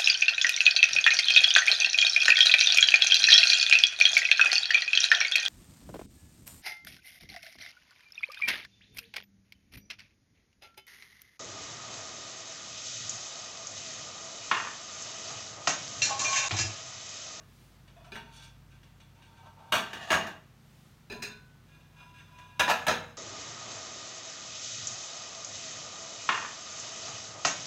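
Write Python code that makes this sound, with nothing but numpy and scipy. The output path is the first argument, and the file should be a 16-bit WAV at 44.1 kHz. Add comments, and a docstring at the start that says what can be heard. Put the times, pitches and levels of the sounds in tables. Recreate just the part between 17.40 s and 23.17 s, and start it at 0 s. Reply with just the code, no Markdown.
"""Two plates from rack to stack

Two stoneware plates leave a dishwasher rack: each clinks against its neighbour, sings faintly under
the fingers, lands on one edge, slides and drops flat in a quick chatter on a stack on the counter.
Impacts excite damped modes and noise bursts; rubs excite the same bodies by random small slips.
A hard-walled kitchen answers through filtered decaying noise, over appliance hum, air and cloth."""
import sys
import numpy as np
from scipy import signal
from scipy.fft import rfft, irfft, next_fast_len
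from scipy.io import wavfile

SR = 44100
rng = np.random.default_rng(int(sys.argv[2]) if len(sys.argv) > 2 else 0)


def transcribe(u):
    """Save the signal u as a 16-bit wav file named by the first command-line argument.

    u: samples, shape (n,) or (channels, n), limited to [-1, 1]; the rate is SR.
    q: integer samples, one column per channel.
    """
    v = np.clip(np.atleast_2d(u).T, -1, 1)
    q = np.round(v * 32767).astype(np.int16)
    wavfile.write(sys.argv[1], SR, q)


N = 254456  # samples in the scene
TAIL = 24576  # samples in one response
TOP_HZ = 15800
SWAP_S = 3.2  # the second plate is in hand from here on

# ringing modes of the two plates:
# (frequency [Hz], relative level [dB], t60 before sustain scaling [s])
FIRST_PLATE_MODES = [(915, -1.5, 0.22), (1358, -7, 0.078), (1564, -2, 0.12), (1640, -15, 0.16),
                     (2286, -3, 0.042), (2454, -5, 0.089), (2710, -6.5, 0.035), (2879, -4.5, 0.085),
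                     (3170, -7.5, 0.038), (3394, -6.5, 0.22), (3493, -4.5, 0.15), (3784, -7, 0.039),
                     (4420, -12, 0.093), (4510, -13, 0.08), (5565, -14, 0.14), (6000, -10, 0.079),
                     (6540, -22, .12), (6640, -25, 0.086), (8350, -15, 0.075), (9900, -20.5, 0.077)]
SECOND_PLATE_MODES = [(991, 3, 0.27), (1390, -3.5, 0.2), (1550, -8, 0.022), (1654, 1.5, 0.16),
                      (2455, 2, 0.059), (2620, -11.5, 0.056), (2834, -12, 0.03), (2760, 1, 0.033),
                      (3320, -8, 0.03), (3537, -3.5, 0.031), (3840, -6, 0.039), (4770, -34, .12),
                      (5100, -11.5, 0.17), (6140, -13, 0.06), (6220, -13, 0.036), (8420, -21, 0.16)]


def plates(first_sustain, second_sustain):
    """Modal damping: a plate's grip or support scales the ring time of all its modes."""
    return body(FIRST_PLATE_MODES, first_sustain), body(SECOND_PLATE_MODES, second_sustain)


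# modes of the stack before and after it has grown by a plate:
# (frequency [Hz], relative level [dB], t60 [s])
LOW_STACK_MODES = [(619, -9.5, 0.058), (656.4, -2, 0.061), (730, -23, 0.26), (990, -12, 0.093),
                   (1140, 0, 0.027), (1248, -8, 0.24), (1566, -7, 0.06), (1743, 1, 0.017),
                   (1762, -5, 0.031), (1958, -11.5, 0.23), (2537, -14, 0.22), (2830, -4, .1),
                   (2775, -9.5, 0.017), (6580, -14, 0.1), (6440, -32, 0.093)]
HIGH_STACK_MODES = [(480, -13.5, 0.49), (527, -10.5, 0.25), (595, -13.5, 0.028), (715, -18, 0.12),
                    (777, -13, 0.02), (892, -3, 0.023), (990, -47, 0.087), (1308, -4, 0.028),
                    (1513, -10, 0.22), (1717, -0.5, 0.048), (1670, -33, 0.13), (2140, -10.5, 0.1),
                    (2680, -38, .1), (2620, -8.5, 0.053), (3840, -11, 0.052), (3980, -11, 0.043),
                    (5100, -16, 0.091), (6380, -18, 0.066), (6560, -12, 0.047)]


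def plate_stacks():
    """Modal resonance: the stack rings differently once it has grown."""
    return body(LOW_STACK_MODES), body(HIGH_STACK_MODES)


# clatters on the stack: (time of main blow [s], graze lead [s], first gap [s], loss per rebound [dB],
# plate before hardness [dB], stack before hardness [dB], dry clack before hardness [dB],
# thud [dB], crack [dB], brightness [dB])
STACK_CLATTERS = [(.003, 0.0013, 0.013, 9, -81, -65, -78, -65, -92, -5),
                  (2.324, 0.0027, .016, 3.2, -28.5, -29, -27.5, -38.5, -41, -0.5),
                  (2.532, 0.0013, .012, 8.4, -45, -47.5, -44, -48, -72, 0),
                  (2.7045, 0.0021, 0.013, 1.36, -35, -26, -26.5, -36.5, -53, 0),
                  (2.869, 0.00095, .012, 11, -55, -44.5, -41, -50, -65.5, 0),
                  (5.196, 0.001503, .007, 5.7, -22.5, -31, -26, -39.5, -46, .7),
                  (5.280, 0.0011, .007, 5.6, -43, -35, -30, -45, -68, -1.5),
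                  (5.298, .006, .008, 5.5, -31, -32.5, -25.5, -41, -42.5, -.5),
                  (5.468, 0.00097, .006, 16, -40, -30, -31, -40.5, -45.5, -1),
                  (5.482, 0.00112, 0.012, 3.64, -35.5, -28.5, -26.5, -38, -61, 1)]
# colour of the counter's thud: (frequency [Hz], relative level [dB])
COUNTER_THUD = [(30, -51), (75, -8), (130, -11), (200, -2.5), (290, -4.5), (380, -7), (460, -5),
                (700, -29.5), (2000, -37)]


def stack_clatter(room, stacks):
    """Impact excitation: plates damped by the stack strike it, and the counter thuds."""
    landing = plates(first_sustain=0.75, second_sustain=0.6)
    return clatters(STACK_CLATTERS, room, landing, stacks, COUNTER_THUD, clack_t60=0.03, thud_t60=0.09)


# modes of the neighbouring plate with its wire seat:
# (frequency [Hz], relative level [dB], t60 [s])
SEATED_NEIGHBOUR_MODES = [(418, -2.5, 0.14), (446, -14.5, 0.25), (760, -32, 0.13), (1067, -13.5, 0.81),
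                          (1417, -14.5, 1), (1497, -6, 1), (1635, -10, 0.47), (1750, -3, 0.044),
                          (2486, 4, 0.024), (2506, -5, 0.054), (2714, -2, 0.028), (3630, -11, 0.28),
                          (4025, -1, 0.024), (4117, -11.5, 0.44), (4780, -11, 0.061), (5020, -5.5, 0.028),
                          (6160, -16, 0.04), (6560, -9, 0.039), (8630, -15.5, 0.026), (14300, -36, 0.047)]
# clatters in the rack: (time of main blow [s], graze lead [s], first gap [s], loss per rebound [dB],
# plate before hardness [dB], neighbour with its seat before hardness [dB],
# dry clack before hardness [dB], thud [dB], crack [dB], brightness [dB])
RACK_CLATTERS = [(.720, 0.00089, .010, 11, -48.5, -46.5, -58, -50.5, -83, -2),
                 (.756, .010, 0.0085, 10.5, -44, -66, -47.5, -49.5, -66, -2),
                 (3.700, .001, .008, 5, -58, -43.5, -65, -46.5, -87, -2),
                 (3.721, 0.00197, 0.0066, 7, -49, -44, -64, -45, -74, -1.5),
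                 (3.825, .003, .006, 3.5, -48.5, -37, -44.5, -51, -62, 2.5)]
# colour of the wire rack's thud: (frequency [Hz], relative level [dB])
RACK_THUD = [(60, -10), (150, -8.5), (232, 1.5), (300, -13), (400, -7.5), (520, -13.5), (700, -7),
             (1000, -18.5), (3000, -38)]


def rack_clatter(room, held):
    """Impact excitation: the held plate rings its neighbour with its wire seat, and the rack thuds."""
    seated_neighbour = body(SEATED_NEIGHBOUR_MODES)
    partners = seated_neighbour, seated_neighbour
    return clatters(RACK_CLATTERS, room, held, partners, RACK_THUD, clack_t60=0.011, thud_t60=0.39)


GRAZE_DB, GAP_SHRINK = -6.5, 0.9  # graze relative to the blow; ratio of successive gaps


def contacts(s, lead, gap, loss_db, count=5):
    """Inelastic rebound: a graze, the main blow, then rebounds ever sooner and softer, as (s, dB)."""
    k = np.arange(count)
    gaps = gap * GAP_SHRINK ** k
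    times = s + np.cumsum(gaps) - gaps
    return [(s - lead, GRAZE_DB), *zip(times, -loss_db * k)]


# colour of the dry clack: (frequency [Hz], relative level [dB])
CLACK = [(100, -34.5), (480, -12.5), (620, 5.5), (950, 1), (1300, 2.5), (1800, 0.5), (2150, -8),
         (2700, -3.5), (3750, -7.5), (4500, -14), (6600, -13.5), (7600, -20.5), (12500, -33.5),
         (16000, -39)]
# colour of the sharp crack of glaze on glaze: (frequency [Hz], relative level [dB])
CRACK = [(2000, -40), (5000, -17), (8500, 7.5), (10000, -1.5), (12500, 3.5), (14500, -8.5), (16000, -7)]
CRACK_T60_S = 0.0069
# how harder contact tilts a blow: (frequency [Hz], gain per dB of brightness [dB])
HARDNESS = [(400, -2.5), (1900, -0.5), (6000, 1), (14000, 2.5)]


def clatters(rows, room, struck, partners, support, clack_t60, thud_t60):
    """Contact stiffness: harder blows ring both bodies brighter; the glaze cracks, the support thuds."""
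    out = np.zeros(N + TAIL)
    tilt = causal(along(HARDNESS, bins(TAIL)))
    clack, hollow, glaze = colour_of(CLACK), colour_of(support), colour_of(CRACK)
    for s, lead, gap, loss_db, plate_db, partner_db, clack_db, thud_db, crack_db, bright_db in rows:
        turn = int(s > SWAP_S)
        hardness = np.exp(bright_db * tilt)
        for when, db in contacts(s, lead, gap, loss_db):
            path = somewhere(room)
            china = undb(plate_db) * ring(struck[turn], path)
            china += undb(partner_db) * ring(partners[turn], path)
            china += undb(clack_db) * burst(clack, clack_t60, path)
            thud = undb(thud_db) * burst(hollow, thud_t60, path)
            crack = undb(crack_db) * burst(glaze, CRACK_T60_S, path)
            add(out, when, undb(db) * (china * hardness + thud + crack))
    return out[:N]


# plates sliding home: (start [s], drop [s], at rest [s], level at the drop [dB])
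SLIDES = [(2.41, 2.685, 2.90, -43), (5.34, 5.447, 5.70, -46)]
SLIDE_RISE_DB_PER_S, SLIDE_FALL_DB_PER_S = 37, 30


def slide(stack, room, start, drop, rest, db):
    """Sliding friction: the foot grinds harder over the stack until it drops flat, then eases to rest."""
    t = np.arange(N) / SR
    below_db = np.maximum(SLIDE_RISE_DB_PER_S * (drop - t), SLIDE_FALL_DB_PER_S * (t - drop))
    pressure = strokes([(start, rest - start, db)]) * undb(-below_db)
    touch = lambda: slip(stack, room, scrape_db=-0.5)
    return friction(touch, pressure, slips_per_s=250, spread_db=1.5)


# light ticks on the plate in hand:
# (time [s], ring before hardness [dB], dry tick before hardness [dB])
TAPS = [(.478, -66, -60.5), (.645, -60, -59), (1.025, -57, -62), (1.432, -63, -65), (1.602, -57.5, -65),
        (1.822, -60.5, -59.5), (2.06, -65, -70), (4.348, -61.5, -80), (4.405, -65, -74), (4.63, -63, -69),
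        (4.805, -58.5, -60), (4.987, -62, -54.5)]
TAP_BRIGHT_DB, TAP_T60_S = 2, 0.024


def taps(held, room):
    """Impulse excitation: single light ticks ring the plate as it is gripped and turned."""
    out = np.zeros(N + TAIL)
    hardness = np.exp(TAP_BRIGHT_DB * causal(along(HARDNESS, bins(TAIL))))
    clack = colour_of(CLACK)
    for s, ring_db, tick_db in TAPS:
        path = somewhere(room)
        tap = undb(ring_db) * ring(held[int(s > SWAP_S)], path)
        tap += undb(tick_db) * burst(clack, TAP_T60_S, path)
        add(out, s, hardness * tap)
    return out[:N]


# fingers slipping on the glaze:
# (start [s], length [s], low ring [dB], high ring [dB])
RUBS = [(0.851, 0.2, -64, -59), (1.295, 0.064, -81, -66.5), (1.746, 0.26, -62, -65.5),
        (2.023, 0.042, -48, -66), (2.159, 0.16, -50.5, -65), (4.264, 0.25, -83, -70),
        (4.52, 0.2, -62.5, -63.5), (4.577, 0.038, -53, -59), (4.727, 0.06, -67, -55),
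        (4.863, 0.51, -60, -61)]
SING_SPLIT_HZ = 1150


def handling(plate, room, turn):
    """Frictional excitation: fingers draw out the plate's lowest mode, gritty contact its higher ones."""
    rubs = [rub for rub in RUBS if int(rub[0] > SWAP_S) == turn]
    low = lambda: beyond(slip(plate, room, scrape_db=-12), SING_SPLIT_HZ, "low")
    high = lambda: beyond(slip(plate, room, scrape_db=-8), SING_SPLIT_HZ, "high")
    sing = strokes((s, length, db) for s, length, db, _ in rubs)
    grit = strokes((s, length, db) for s, length, _, db in rubs)
    singing = friction(low, sing, slips_per_s=900, spread_db=2.5, count=2)
    return singing + friction(high, grit, slips_per_s=300, spread_db=4.0, count=2)


# the first plate's rim scraping out over the tines: (start [s], length [s], level [dB])
TINE_SCRAPES = [(.915, .13, -56)]


def tines(plate, room, low_hz=3800):
    """Selective excitation: the rim drags over the rack's wires, exciting only the high modes."""
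    touch = lambda: beyond(slip(plate, room, scrape_db=3), low_hz, "high", order=4)
    return friction(touch, strokes(TINE_SCRAPES), slips_per_s=97)


# modes of the wire seat: (frequency [Hz], relative level [dB], t60 [s])
RACK_SEAT_MODES = [(685, -2, 0.054), (955, -10, 0.076), (2500, -12, 0.064), (3520, -13.5, 0.056)]
# the first plate shifting in its seat: (start [s], length [s], level [dB])
SEAT_CREAKS = [(.55, 0.13, -58), (.635, 0.056, -59)]


def creak(room):
    """Frictional excitation: the plate's foot shifts in its wire seat as the hand takes hold."""
    touch = lambda: slip(body(RACK_SEAT_MODES), room, scrape_db=-11)
    return friction(touch, strokes(SEAT_CREAKS), slips_per_s=200, count=2)


def friction(touch, pressure, slips_per_s=300, spread_db=3, count=3):
    """Slip noise: tiny uneven slips at a few spots keep a body ringing; touch() sounds one spot."""
    out = 0
    for _ in range(count):
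        response = touch()
        chance = rng.random(N) < slips_per_s / SR
        slips = rng.standard_normal(N) * chance * undb(spread_db * walk(60))
        response = response / np.linalg.norm(response)
        out = out + signal.oaconvolve(unit(slips) * pressure, response)[:N]
    return out / np.sqrt(count)


def slip(thing, room, scrape_db):
    """Impulse response: one tiny slip gives the object's ring and a dry tick."""
    path = somewhere(room)
    tick = burst(colour_of(CLACK), 0.004, path)
    return fade(irfft(ring(thing, path) + undb(scrape_db) * tick))


RUB_ATTACK_S, RUB_RELEASE_S = 0.0097, 0.015


def strokes(rows):
    """Amplitude envelope: rubs of (start s, length s, dB) swell, hold and die away alike."""
    t = np.arange(N) / SR
    total = 0
    for s, length, db in rows:
        attack = np.clip((t - s) / RUB_ATTACK_S, 0, 1)
        release = np.clip(1 - (t - s - length) / RUB_RELEASE_S, 0, 1)
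        total = total + undb(db) * attack * release
    return total


def body(modes, sustain=1):
    """Modal superposition: resonance curves, their powers and normalised gains; sustain scales t60."""
    hz, db, t60 = np.transpose(modes)[:, :, None]
    f = bins(TAIL)
    width = np.log(1000) / np.pi / (t60 * sustain)  # bandwidth, Hz
    response = 1j * f * width / (hz ** 2 - f ** 2 + 1j * f * width)
    gain = undb(db[:, 0])
    return response, np.abs(response) ** 2, gain / np.linalg.norm(gain)


def ring(thing, path):
    """Modal participation: modes heard along a path, with random signs for where it is touched."""
    response, power, gain = thing
    sign = rng.choice([-1, 1], len(gain))
    level = strength(power @ np.abs(path) ** 2)
    return (sign * gain / level) @ response * path


def burst(colour, t60, path):
    """High modal density: a crowd of quickly damped modes acts as decaying noise along a path."""
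    t = np.arange(TAIL // 4) / SR
    grit = rng.standard_normal(TAIL // 4) * np.exp(-np.log(1000) * t / t60)
    heard = (1 + rfft(grit / np.linalg.norm(grit), TAIL)) * colour * path
    return heard / strength(np.sum(np.abs(heard) ** 2))


# kitchen reverberation: (frequency [Hz], t60 [s])
KITCHEN_T60 = [(100, 0.87), (600, 0.37), (2500, 0.4), (6000, 0.31), (11000, 0.24), (16000, 0.3)]


def kitchen(direct_db=-7, early_db=-2, early_t60=0.072, count=6):
    """Reverberation: direct gain, and spectra of early echoes and a diffuse tail on a few paths."""
    t, hz = np.arange(TAIL) / SR, bins(TAIL)
    wash = rfft(rng.standard_normal((count, TAIL)))
    centres = np.geomspace(300, TOP_HZ, 7)
    tail = 0
    for f, share in zip(centres, np.eye(len(centres))):
        band = irfft(wash * along(np.c_[centres, share], hz))
        tail = tail + band * np.exp(-np.log(1000) * t / along(KITCHEN_T60, f))
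    early = rng.laplace(size=(count, TAIL)) * np.exp(-np.log(1000) * t / early_t60)
    echoes = unit(tail) + undb(early_db) * unit(early)
    return undb(direct_db), rfft(echoes) / np.sqrt(TAIL)


def somewhere(room):
    """Source directivity: each contact radiates differently, with its own blend of the room's paths."""
    direct, echoes = room
    blend = rng.standard_normal(len(echoes))
    return direct + blend / np.linalg.norm(blend) @ echoes


# deep line of the hum, before its waver: (time [s], level [dB])
DRONE = [(0, -61), (.8, -60.5), (1.8, -62.5), (3.5, -75), (4.3, -66), (5.77, -64)]
DRONE_HZ = 51.4
# upper lines of the hum, before their waver: (frequency [Hz], level [dB])
HUM = [(94.7, -66), (129.4, -65), (156.2, -66.5), (206, -74.5), (229, -73.5)]
# colour of the room air: (frequency [Hz], relative level [dB])
AIR = [(15, -34), (25, -14), (78, -1), (137, 2.5), (439, -12.5), (1020, -15), (1160, -14.5), (1890, -18),
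       (3720, -23.5), (4870, -27.5), (6210, -28), (10400, -41), (14800, -32), (16000, -45)]
AIR_DB = -61.5
# clothes swell on each stoop: (time of peak [s], level [dB])
STOOPS = [(.22, -72), (3.42, -73)]
STOOP_WIDTH_S, CLOTH_DB = 0.16, -73  # the cloth level holds throughout


def background(waver_db=3.5, drift=0.61):
    """Tonal and broadband noise: wavering appliance hum, room air and the soft hiss of cloth."""
    t = np.arange(N) / SR

    def tone(hz):
        """Slow modulation: a line drifts in phase (radians) and wavers in level."""
        line = np.sqrt(2) * np.sin(2 * np.pi * hz * t + drift * walk(1.15))
        return line * undb(waver_db * walk(0.895))

    hum = tone(DRONE_HZ) * curve(DRONE) + sum(undb(db) * tone(hz) for hz, db in HUM)
    stoops = sum(undb(db) * np.exp(-((t - s) / STOOP_WIDTH_S) ** 2) for s, db in STOOPS)
    hiss = noise([(200, -22), (1000, -0.5), (3500, 4.5), (8000, -1.5), (15000, -4.5)])
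    cloth = hiss * (undb(CLOTH_DB) + stoops)
    return hum + cloth + undb(AIR_DB) * noise(AIR)


def noise(points):
    """Spectral shaping: steady noise of the given colour, at unit rms."""
    size = 2 * next_fast_len(N // 2 + 1, real=True)
    spectrum = rfft(rng.standard_normal(size)) * undb(along(points, bins(size)))
    return unit(irfft(spectrum))[:N]


def walk(rate):
    """Random modulation: interpolated Gaussian knots, rate per second."""
    knots = rng.standard_normal(int(N / SR * rate) + 2)
    return np.interp(np.arange(N) / SR * rate, np.arange(len(knots)), knots)


def undb(db):
    """Level law: decibels to amplitude gain."""
    return 10 ** (np.asarray(db) / 20)


def unit(x):
    """Normalisation: scale to rms 1."""
    return x / np.sqrt(np.mean(x ** 2))


def strength(power):
    """Energy equivalence: the rms a response would have if packed into 25 ms."""
    return np.sqrt(2 * power / TAIL / (0.025 * SR))


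def curve(rows):
    """Level interpolation: gain over time from rows of (s, dB)."""
    return undb(np.interp(np.arange(N) / SR, *np.transpose(rows)))


def along(points, hz):
    """Logarithmic frequency: read (Hz, value) points on a log axis."""
    f, value = np.transpose(points)
    return np.interp(np.log(hz + 1), np.log(f), value)


def bins(size):
    """Discrete spectrum: frequencies in Hz for so many samples."""
    return np.arange(size // 2 + 1) * SR / size


def causal(db):
    """Minimum phase: log spectrum of the filter with this gain, so nothing sounds before the blow."""
    cepstrum = irfft(np.log(undb(db)))
    cepstrum[1:TAIL // 2] *= 2
    cepstrum[TAIL // 2 + 1:] = 0
    return rfft(cepstrum)


def colour_of(points):
    """Causal filtering: minimum-phase spectrum through (Hz, dB) points."""
    return np.exp(causal(along(points, bins(TAIL))))


def beyond(x, hz, side, order=6):
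    """Band separation: keep what lies on the low or the high side of a frequency."""
    return signal.sosfilt(signal.butter(order, hz, side, fs=SR, output="sos"), x)


def fade(response):
    """Windowing: the last quarter of a response dies away to nothing."""
    return response * np.clip(np.linspace(4, 0, TAIL), 0, 1) ** 2


def add(out, s, spectrum):
    """Linear superposition: sound one contact at its moment."""
    start = max(int(s * SR), 0)
    out[start:start + TAIL] += fade(irfft(spectrum))


def scene():
    """Superposition: stack, rack, hands and room sound together."""
    room = kitchen()
    held = plates(first_sustain=0.9, second_sustain=1.3)
    stacks = plate_stacks()
    out = stack_clatter(room, stacks) + rack_clatter(room, held)
    for turn, (plate, stack) in enumerate(zip(held, stacks)):
        out += slide(stack, room, *SLIDES[turn])
        out += handling(plate, room, turn)
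    out += taps(held, room) + tines(held[0], room) + creak(room)
    return (out + background())[None]


def record(dry):
    """Band limitation: a steep low-pass filter cuts the top."""
    return signal.sosfilt(signal.ellip(10, 0.2, 80, TOP_HZ, fs=SR, output="sos"), dry)


dry = scene()
out = record(dry)
transcribe(out)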